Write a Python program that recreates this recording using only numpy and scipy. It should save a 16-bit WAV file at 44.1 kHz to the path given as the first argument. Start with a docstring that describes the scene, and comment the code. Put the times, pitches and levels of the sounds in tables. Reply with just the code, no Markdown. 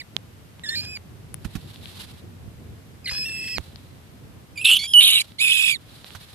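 """Squealing rat in a wire cage

A rat in a cage beside a wall squeals, then screams three times, heard outdoors on a handheld phone. Its voice
is a whistle with overtones that jumps in pitch, a second whistle and a noisy rasp. Shaped noise makes the
distant traffic and rustling leaves and clothes; short noise bursts set off damped rings for the finger ticks
and bumps on the phone."""
import sys
import numpy as np
from scipy import signal
from scipy.fft import rfft, irfft
from scipy.io import wavfile
from scipy.ndimage import uniform_filter1d, map_coordinates

SR = 44100
rng = np.random.default_rng(int(sys.argv[2]) if len(sys.argv) > 2 else 0)


def int16_out(signal):
    """Quantize to a 16-bit WAV file."""
    q = np.round(np.clip(np.atleast_2d(signal).T, -1, 1) * 32767)
    wavfile.write(sys.argv[1], SR, q.astype(np.int16))


N = 279682  # samples, about 6.3 s
SCREAMS_FROM_S = 4.0  # squeals before this time, screams after, each with its own overtone colour


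def from_db(db):
    """Turn decibels into a gain."""
    return 10 ** (np.asarray(db) / 20)


def rms_one(x):
    """Scale a sound so its average strength (rms) is 1."""
    return x / np.sqrt(np.mean(x ** 2) + 1e-20)


def at_hz(points, hz):
    """Read a table of (pitch, level) between its points, on a log-frequency axis."""
    table_hz, table_db = np.transpose(points)
    return np.interp(np.log(hz), np.log(table_hz), table_db)


def filtered(x, order, cut_hz, kind):
    """Pass a sound through a Butterworth filter, which has no ripples in the band it keeps."""
    return signal.sosfilt(signal.butter(order, cut_hz, kind, fs=SR, output="sos"), x)


def wobble(rate_hz):
    """Slow random drift: noise smoothed twice by a one-pole low-pass, rms 1."""
    r = np.exp(-2 * np.pi * rate_hz / SR)
    noise = rng.standard_normal(N + SR)
    settled = signal.lfilter([1], [1, -2 * r, r * r], noise)[SR:]
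    return rms_one(settled)


def stretches(tables, *per_table):
    """Draw curves through timed tables, plus one value per table; the gate is 1 inside them."""
    t, gate = np.arange(N) / SR, np.zeros(N)
    tracks = np.ones((len(tables[0][0]) - 1 + len(per_table), N))
    for k, rows in enumerate(tables):
        s, *columns = np.transpose(rows)
        inside = (t >= s[0] - .001) & (t <= s[-1] + .001)
        curves = [np.interp(t[inside], s, column) for column in columns]
        constants = [values[k] + 0 * t[inside] for values in per_table]
        tracks[:, inside] = curves + constants
        gate[inside] = 1
    return gate, tracks


def soften(envelope):
    """Round sudden level steps over three milliseconds."""
    return uniform_filter1d(envelope, size=130)


def coloured(spectrum, shape=()):
    """Noise shaped by a table of dB per Hz, then scaled to rms 1."""
    hz = np.maximum(np.arange(N // 2 + 1) * SR / N, 1)
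    white = rfft(rng.standard_normal(shape + (N,)))
    return rms_one(irfft(white * from_db(at_hz(spectrum, hz)), N))


def band_noise(low_hz, high_hz):
    """Noise kept between two frequencies, rms 1."""
    return rms_one(filtered(rng.standard_normal(N), 2, [low_hz, high_hz], "band"))


def panned(x, pan_db):
    """Share a left-minus-right level difference equally between the two channels."""
    return x * from_db(np.array([[.5], [-.5]]) * pan_db)


def ring(clicks, hz, t60):
    """A resonance: one unit click sets off a sine that falls by 60 dB in t60 seconds."""
    r, w = from_db(-60 / (t60 * SR)), 2 * np.pi * hz / SR
    return signal.lfilter([0, np.sin(w)], [1, -2 * r * np.cos(w), r * r], clicks)


def background():
    """Lumpy traffic and wind rumble, partly alike on both sides, under a steady hiss."""
    # noise colour before the low/high split: pitch_hz, relative level [dB per Hz]
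    traffic_colour = [(25, -27.5), (91, -0.5), (331, -14.5), (1200, -21), (3090, -25), (6730, -32),
                      (13900, -32), (15500, -59)]
    # rumble fader over time: time_s, fader_db
    rumble_fader = [(0.0, -50.5), (1.34, -44.5), (3.25, -46), (6.34, -51)]
    hz = np.maximum(np.arange(N // 2 + 1) * SR / N, 1)
    mid, side = rfft(coloured(traffic_colour, (2,)))
    low = 1 / (1 + (hz / 450) ** 4)
    deep = 1 / (1 + (hz / 100) ** 4)
    alike = .6 * low  # the two sides match more in the bass
    both = np.sqrt(1 + alike) * mid + np.sqrt(1 - alike) * side * [[1], [-1]]

    deep_rumble = from_db(1.5 * wobble(5)) * irfft(both * deep, N)
    upper_rumble = from_db(2.5 * wobble(13)) * irfft(both * (low - deep), N)
    hiss = from_db(-53) * irfft(both * (1 - low), N)
    s, fader_db = np.transpose(rumble_fader)
    fader = from_db(np.interp(np.arange(N) / SR, s, fader_db))
    return panned(fader * (deep_rumble + upper_rumble), -0.5) + hiss


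def rustle():
    """Dry leaves and cloth: many tiny contacts, made as bright noise in clumps of short grains."""
    # swells and fades, some cut short: start_s, peak_s, end_s, peak level_db
    movements = [(1.42, 1.95, 1.941, -46), (1.942, 1.967, 2.21, -37.5), (1.982, 2.004, 2.25, -39.5),
                 (3.6, 3.617, 4.33, -51), (5.22, 5.253, 5.43, -44), (5.791, 6.176, 8, -48.5)]
    # noise colour: pitch_hz, relative level [dB per Hz]
    leaf_colour = [(290, -49), (500, -5), (2200, -5), (3900, 4), (6200, -12.5), (10000, -8), (14200, -13.5),
                   (15000, -46)]
    start_db, end_db = -9, -25.5  # against each peak
    swells = [[(start, db + start_db), (peak, db), (end, db + end_db)]
              for start, peak, end, db in movements]
    gate, (level_db,) = stretches(swells)
    level = uniform_filter1d(gate * from_db(level_db), size=300)
    clumps = from_db(3.0 * wobble(25) + 0.91 * wobble(360))
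    shared, own = coloured(leaf_colour), coloured(leaf_colour, (2,))
    return panned(level * rms_one(clumps * (0.4 * shared + own)), -2.52)


def ticks():
    """Finger ticks: a short noisy contact sets off a quickly damped ring."""
    # ticks: start_s, peak level before panning [dB], ring pitch_hz, left minus right [dB]
    tick_table = [(0.166, -18.5, 3460, -32.5), (0.5954, -36, 3100, -19), (0.9726, -27.5, 2583, -1),
                  (1.343, -19, 10300, 17), (1.7598, -29, 3620, 4), (1.8574, -29, 3280, 18),
                  (3.583, -15.5, 3280, -23), (3.7592, -34.5, 4400, 27), (5.3203, -34, 3810, -10),
                  (6.0448, -24, 4000, -8), (6.106, -34, 3200, -19)]
    out, t = np.zeros((2, N + 2000)), np.arange(2000) / SR
    for s, peak_db, hz, pan_db in tick_table:
        contact = rng.standard_normal(len(t)) * from_db(-60 * t / 0.0013)
        body = ring(contact, hz, 0.0022) + 0.39 * contact
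        tick = from_db(peak_db) * body / np.abs(body).max()
        start = round(s * SR)
        out[:, start:start + len(t)] += panned(tick, pan_db)
    return out[:, :N]


def bumps():
    """Bumps on the phone: a low push into the case with a scuff of skin on top."""
    # bumps: start_s, push peak before panning and bass cut [dB], scuff setting before its lift [dB]
    bump_table = [(1.445, -22, -46), (1.551, -22.5, -45.5), (2.472, -34.5, -74), (3.115, -32.5, -47.5),
                  (3.585, -26.5, -58), (6.147, -38.5, -48)]
    push_hz, push_t60_s, scuff_s, scuff_lift_db = 125, 0.011, 0.00507, 6.0
    out, t = np.zeros((2, N + 4000)), np.arange(4000) / SR
    puff = t / scuff_s * np.exp(1 - t / scuff_s)  # quick rise, slower fall
    for s, peak_db, scuff_db in bump_table:
        skin = rng.standard_normal(len(t)) * puff
        push = ring(signal.lfilter([.05], [1, -.95], skin), push_hz, push_t60_s)
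        scuff = signal.lfilter([.7], [1, -.8], skin)
        bump = from_db(peak_db) * push / np.abs(push).max() + from_db(scuff_db + scuff_lift_db) * scuff
        start = round(s * SR)
        out[:, start:start + len(t)] += panned(bump, -14.5)
    return filtered(out[:, :N], 2, 40, "high")


def unsteadiness():
    """How irregularly the vocal folds move, held from each listed moment to the next."""
    # fold unsteadiness: start_s, amount [0 clean to 1 chaotic]
    chaos_table = [(0, .45), (.866, .25), (3.04, .05), (3.071, .8), (3.101, .3), (4.55, .4), (4.645, .66),
                   (4.7, .82), (4.789, .62), (4.872, .5), (4.936, .03), (5.004, .85), (5.38, .45),
                   (5.41, .7), (5.725, .5)]
    since, amount = np.transpose(chaos_table)
    return amount[np.searchsorted(since, np.arange(N) / SR, side="right") - 1]


def phase_of(pitch_hz, chaos):
    """Running phase of vocal folds whose pitch jitters fast and wanders slower when unsteady."""
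    jitter = .055 * chaos ** 2 * wobble(260)
    wander = .025 * np.minimum(chaos, .3) * wobble(70)
    return 2 * np.pi * np.cumsum(pitch_hz * (1 + jitter + wander)) / SR


def shimmer(chaos):
    """Fast random strength changes that keep the mean power."""
    depth_db = 4.0 * chaos
    return from_db(depth_db * wobble(192.4) - depth_db ** 2 * np.log(10) / 20)


def spurts():
    """Brief slips of the folds, each a smooth hump of level."""
    # slips: start_s, hump peak level_db
    slip_table = [(0.833, -38), (0.846, -32), (3.11, -23), (3.132, -31), (3.147, -31), (3.158, -45),
                  (3.167, -43), (3.18, -37), (3.255, -43), (3.29, -39), (4.8326, -41), (4.839, -28),
                  (4.8535, -35)]
    spurt_s = 0.0081
    clicks = np.zeros(N)
    clicks[[round(s * SR) for s, _ in slip_table]] = from_db([db for _, db in slip_table])
    return np.convolve(clicks, np.hanning(round(spurt_s * SR)))[:N]


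def division(phase, level):
    """Folds that repeat only every three to five cycles, adding lines between the overtones."""
    # divided stretches: start_s, end_s, cycles per repeat, depth at start [dB], depth at end [dB],
    # raggedness [0 to 1]
    divided = [(0.755, 0.97, 3., -9, -17, .6), (3.071, 3.1, 5., 0, 0, .9), (3.102, 3.32, 3., -14, -18, .4),
               (3.323, 3.495, 4., -17, -9, .9), (3.498, 3.58, 4., -9, -7, .15),
               (5.003, 5.22, 5., -5, -3, .7), (5.412, 5.73, 3., -11, -8, .9)]
    depth_lines = [[(start, db_from), (end, db_to)] for start, end, _, db_from, db_to, _ in divided]
    columns = np.array(divided)
    gate, (depth_db, cycles, ragged) = stretches(depth_lines, columns[:, 2], columns[:, 5])
    squealing = np.arange(N) / SR < SCREAMS_FROM_S
    slips = np.minimum(2 * spurts() / level, 1.6) * squealing  # slips deepen the pattern
    depth = soften(gate) * (from_db(depth_db + 6 * ragged * wobble(60)) + slips)
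    pattern = np.cumsum(np.gradient(phase) / cycles) + 1.6 * ragged * wobble(140)
    return (1 + depth * np.cos(pattern)) / np.sqrt(1 + depth ** 2 / 2)  # keeps the power


def whistle(pitch, level, overtones_db, phase, chaos):
    """The main whistle: a base tone and four overtones, coloured differently in squeals and screams."""
    # overtone colour in the squeals: pitch_hz, level_db
    squeal_colour = [(3500, 3), (4900, 11), (5600, -6.5), (7500, -6), (10000, -15.5), (13000, -18.5)]
    # overtone colour in the screams: pitch_hz, level_db
    scream_colour = [(4300, 3), (5100, -20), (5800, -39), (6800, -13), (8800, -18), (10400, -9.5),
                     (11800, -25.5), (14000, -34)]
    squealing = np.arange(N) / SR < SCREAMS_FROM_S
    stack = np.zeros(N)
    for k in range(1, 6):
        hz = k * pitch
        colour_db = np.where(squealing, at_hz(squeal_colour, hz), at_hz(scream_colour, hz))
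        partial_db = overtones_db + colour_db if k > 1 else 0
        strength = soften(level * from_db(partial_db) * (hz < SR / 3))
        stack += strength * shimmer(chaos) * np.sin(k * phase)
    return stack


def second_whistle(chaos, gate):
    """A second whistle in straight glides; gives its sound, level and phase."""
    # glides: start_s, end_s, from pitch_hz, to pitch_hz, from level_db, to level_db (before throbbing)
    glides = [(0.69, 0.717, 4350, 4261, -20.5, -64), (0.753, 0.81, 4120, 4250, -29, -34),
              (4.644, 4.769, 3610, 3200, -26, -28.5), (4.773, 4.936, 3365, 3290, -31, -36),
              (5.008, 5.058, 3620, 3830, -20, -11), (5.061, 5.21, 3600, 3880, -16, -23),
              (5.387, 5.399, 3100, 4100, -34, -32), (5.411, 5.729, 3600, 3330, -28, -31)]
    lines = [np.reshape(glide, (3, 2)).T for glide in glides]
    gate2, (pitch, level_db) = stretches(lines)
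    chaos2 = .6 * chaos * gate + .25
    phase = phase_of(pitch, chaos2)
    throbbing = from_db(level_db + 4.5 * chaos * wobble(55))
    level = soften(gate2 * (throbbing + spurts())) * shimmer(chaos2)
    overtones = shimmer(chaos) * np.sin(2 * phase) + shimmer(chaos) * np.sin(3 * phase)
    return level * (np.sin(phase) + from_db(-23.5) * overtones), level, phase


def torn(noise):
    """Tear a noise into bands that each swell and break at their own moments."""
    # borders between neighbouring bands: pitch_hz
    edges_hz = [900, 2700, 3300, 4200, 6500, 9200, 15500]
    bands = [from_db(4.0 * wobble(40)) * filtered(noise, 2, edges, "band")
             for edges in zip(edges_hz, edges_hz[1:])]
    return rms_one(sum(bands))


def rasp(level, chaos):
    """Rough air noise that grows as the folds become unsteady."""
    # throat noise colour before tearing: pitch_hz, relative level [dB per Hz]
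    throat_colour = [(1900, -64), (2520, -26), (2860, -15), (3720, -17.5), (5410, -40.5), (7640, -33.5),
                     (11200, -29.5), (15000, -62)]
    rasp_db = -42 + 43 * np.sqrt(chaos)  # against the whistle's level
    return soften(level * from_db(rasp_db)) * shimmer(.6) * torn(coloured(throat_colour))


def mouth(voice):
    """Cut the bass below 1.5 kHz in the squeals and below 2.25 kHz in the screams."""
    thin = filtered(voice, 8, 1500, "high")
    thin = filtered(thin, 2, [5700, 6700], "bandstop")  # the half-closed mouth cancels this band
    wide = filtered(voice, 8, 2250, "high")
    return np.where(np.arange(N) / SR < SCREAMS_FROM_S, thin, wide)


def rat():
    """The larynx: two whistles beat in one airflow, with rasp, crackle and dull breath."""
    # main whistle, one list per curve; close points are pitch jumps: time_s, pitch_hz, base tone level_db
    notes = [
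        [(0.0, 2480, -36), (0.02, 1910, -40)],
        [(0.637, 1868, -37), (0.656, 1864, -38), (0.66, 1716, -38.5), (0.752, 1876, -31), (0.755, 2416, -37),
         (0.855, 2466, -43), (0.895, 2527, -40), (0.946, 2542, -41.5), (0.972, 2260, -39)],
        [(3.045, 2494, -46), (3.055, 2540, -47), (3.063, 2010, -30), (3.07, 2260, -42), (3.075, 1960, -33.5),
         (3.099, 2102, -33.5), (3.102, 2508, -36.5), (3.245, 2562, -33), (3.26, 2744, -32), (3.29, 2635, -34),
         (3.55, 2592, -34.5), (3.568, 2410, -40), (3.58, 1994, -36)],
        [(4.558, 2502, -44), (4.573, 2466, -40), (4.576, 2292, -27), (4.611, 2479, -35.5), (4.614, 2720, -23.5),
         (4.644, 2510, -38.5), (4.648, 2590, -11.5), (4.7, 2700, -9), (4.761, 3110, -12.5), (4.77, 2920, -11.5),
         (4.788, 2920, -38)],
        [(4.79, 2163, -31), (4.864, 2350, -31.5), (4.87, 2300, -63)],
        [(4.873, 5364, -44.5), (4.935, 5054, -45.5)],
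        [(4.937, 3080, -7.5), (4.958, 2909, -1), (4.999, 2986, 4.5), (5.002, 2885, -8), (5.042, 3200, -9.5),
         (5.078, 3124, -9.5), (5.09, 2928, -10.5), (5.19, 2926, -14.5), (5.197, 2430, -22), (5.218, 2330, -20)],
        [(5.385, 2024, -40), (5.405, 2382, -18.5), (5.415, 2554, -15.5), (5.667, 2527, -18), (5.72, 2400, -20),
         (5.739, 2335, -25.5), (5.768, 1717, -37)],
    ]
    # one overtone strength per curve, before the overtone colour: level against the base tone [dB]
    overtone_strengths = [-11, -6.5, -3, -4, 4.5, 18.5, 0.5, -2]
    gate, (pitch, level_db, overtones_db) = stretches(notes, overtone_strengths)
    chaos = unsteadiness()
    phase, level = phase_of(pitch, chaos), gate * from_db(level_db)
    stack = whistle(pitch, level, overtones_db, phase, chaos)
    second, level2, phase2 = second_whistle(chaos, gate)

    # the shared airflow gives every partial side tones at the two whistles' difference
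    depth = np.minimum(level2 / soften(level + 1e-9), .3)
    beating = (1 + depth * np.cos(phase2 - phase)) * division(phase, level + 1e-9)
    voice = np.sqrt(2) * (stack * beating + second) + rasp(level, chaos)

    crackle = from_db(-6.5) * spurts() * band_noise(670, 6600)  # air bursts with each slip
    breath_db = -28.5 + 2.0 * wobble(36)
    breath = soften(level * chaos ** 2) * from_db(breath_db) * band_noise(1039, 1700)
    return mouth(voice) + crackle + breath


def heard(voice):
    """Direct sound reaching left and right apart, plus scatter off wall, ground and wires."""
    # where the cage is: time_s, left minus right [dB], time by which left lags [s]
    bearing = [(.8, -4, .0001), (3.3, -1, .00006), (4.75, -4.4, 0.), (5.1, -3.8, -.0001),
               (5.6, -9, -.00014)]
    s, pan_db, lag_s = np.transpose(bearing)
    n = np.arange(N)
    left = map_coordinates(voice, [n - SR * np.interp(n / SR, s, lag_s)], order=3)

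    t = np.arange(3000) / SR
    scatter = rng.standard_normal((4, len(t))) * from_db(-60 * t / .03) * (t > .001)
    scatter = np.diff(scatter)  # thin wires throw back mostly treble
    scatter /= np.sqrt(np.sum(scatter ** 2, axis=1, keepdims=True))
    wet = from_db(-2) * signal.fftconvolve(voice[None], scatter)[:, :N]
    turn = 1.2 * wobble(5)  # animal and phone keep moving, so the scatter changes
    wet = np.cos(turn) * wet[:2] + np.sin(turn) * wet[2:]
    return panned(np.array([left, voice]) + wet, np.interp(n / SR, s, pan_db))


def scene():
    """Add up the background, rustling, handling and the rat."""
    return background() + rustle() + ticks() + bumps() + heard(rat())


def record(dry):
    """Gain control turns loud moments down and recovers slowly; peaks are rounded, the top is cut."""
    knee_db, slope, release_db_s = -22, .25, 12
    ceiling, cutoff_hz = .9, 15700
    power = uniform_filter1d(np.mean(dry ** 2, axis=0), size=441)
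    level_db = 10 * np.log10(power + 1e-12)
    cut_db = slope * np.maximum(level_db - knee_db, 0)
    # a running maximum on a rising ramp lets the cut fall only at the release speed
    ramp = release_db_s * np.arange(N) / SR
    held_db = uniform_filter1d(np.maximum.accumulate(cut_db + ramp) - ramp, size=220)
    rounded = ceiling * np.tanh(dry * from_db(-held_db) / ceiling)
    return signal.sosfilt(signal.cheby2(12, 70, cutoff_hz, fs=SR, output="sos"), rounded)


dry = scene()
out = record(dry)
int16_out(out)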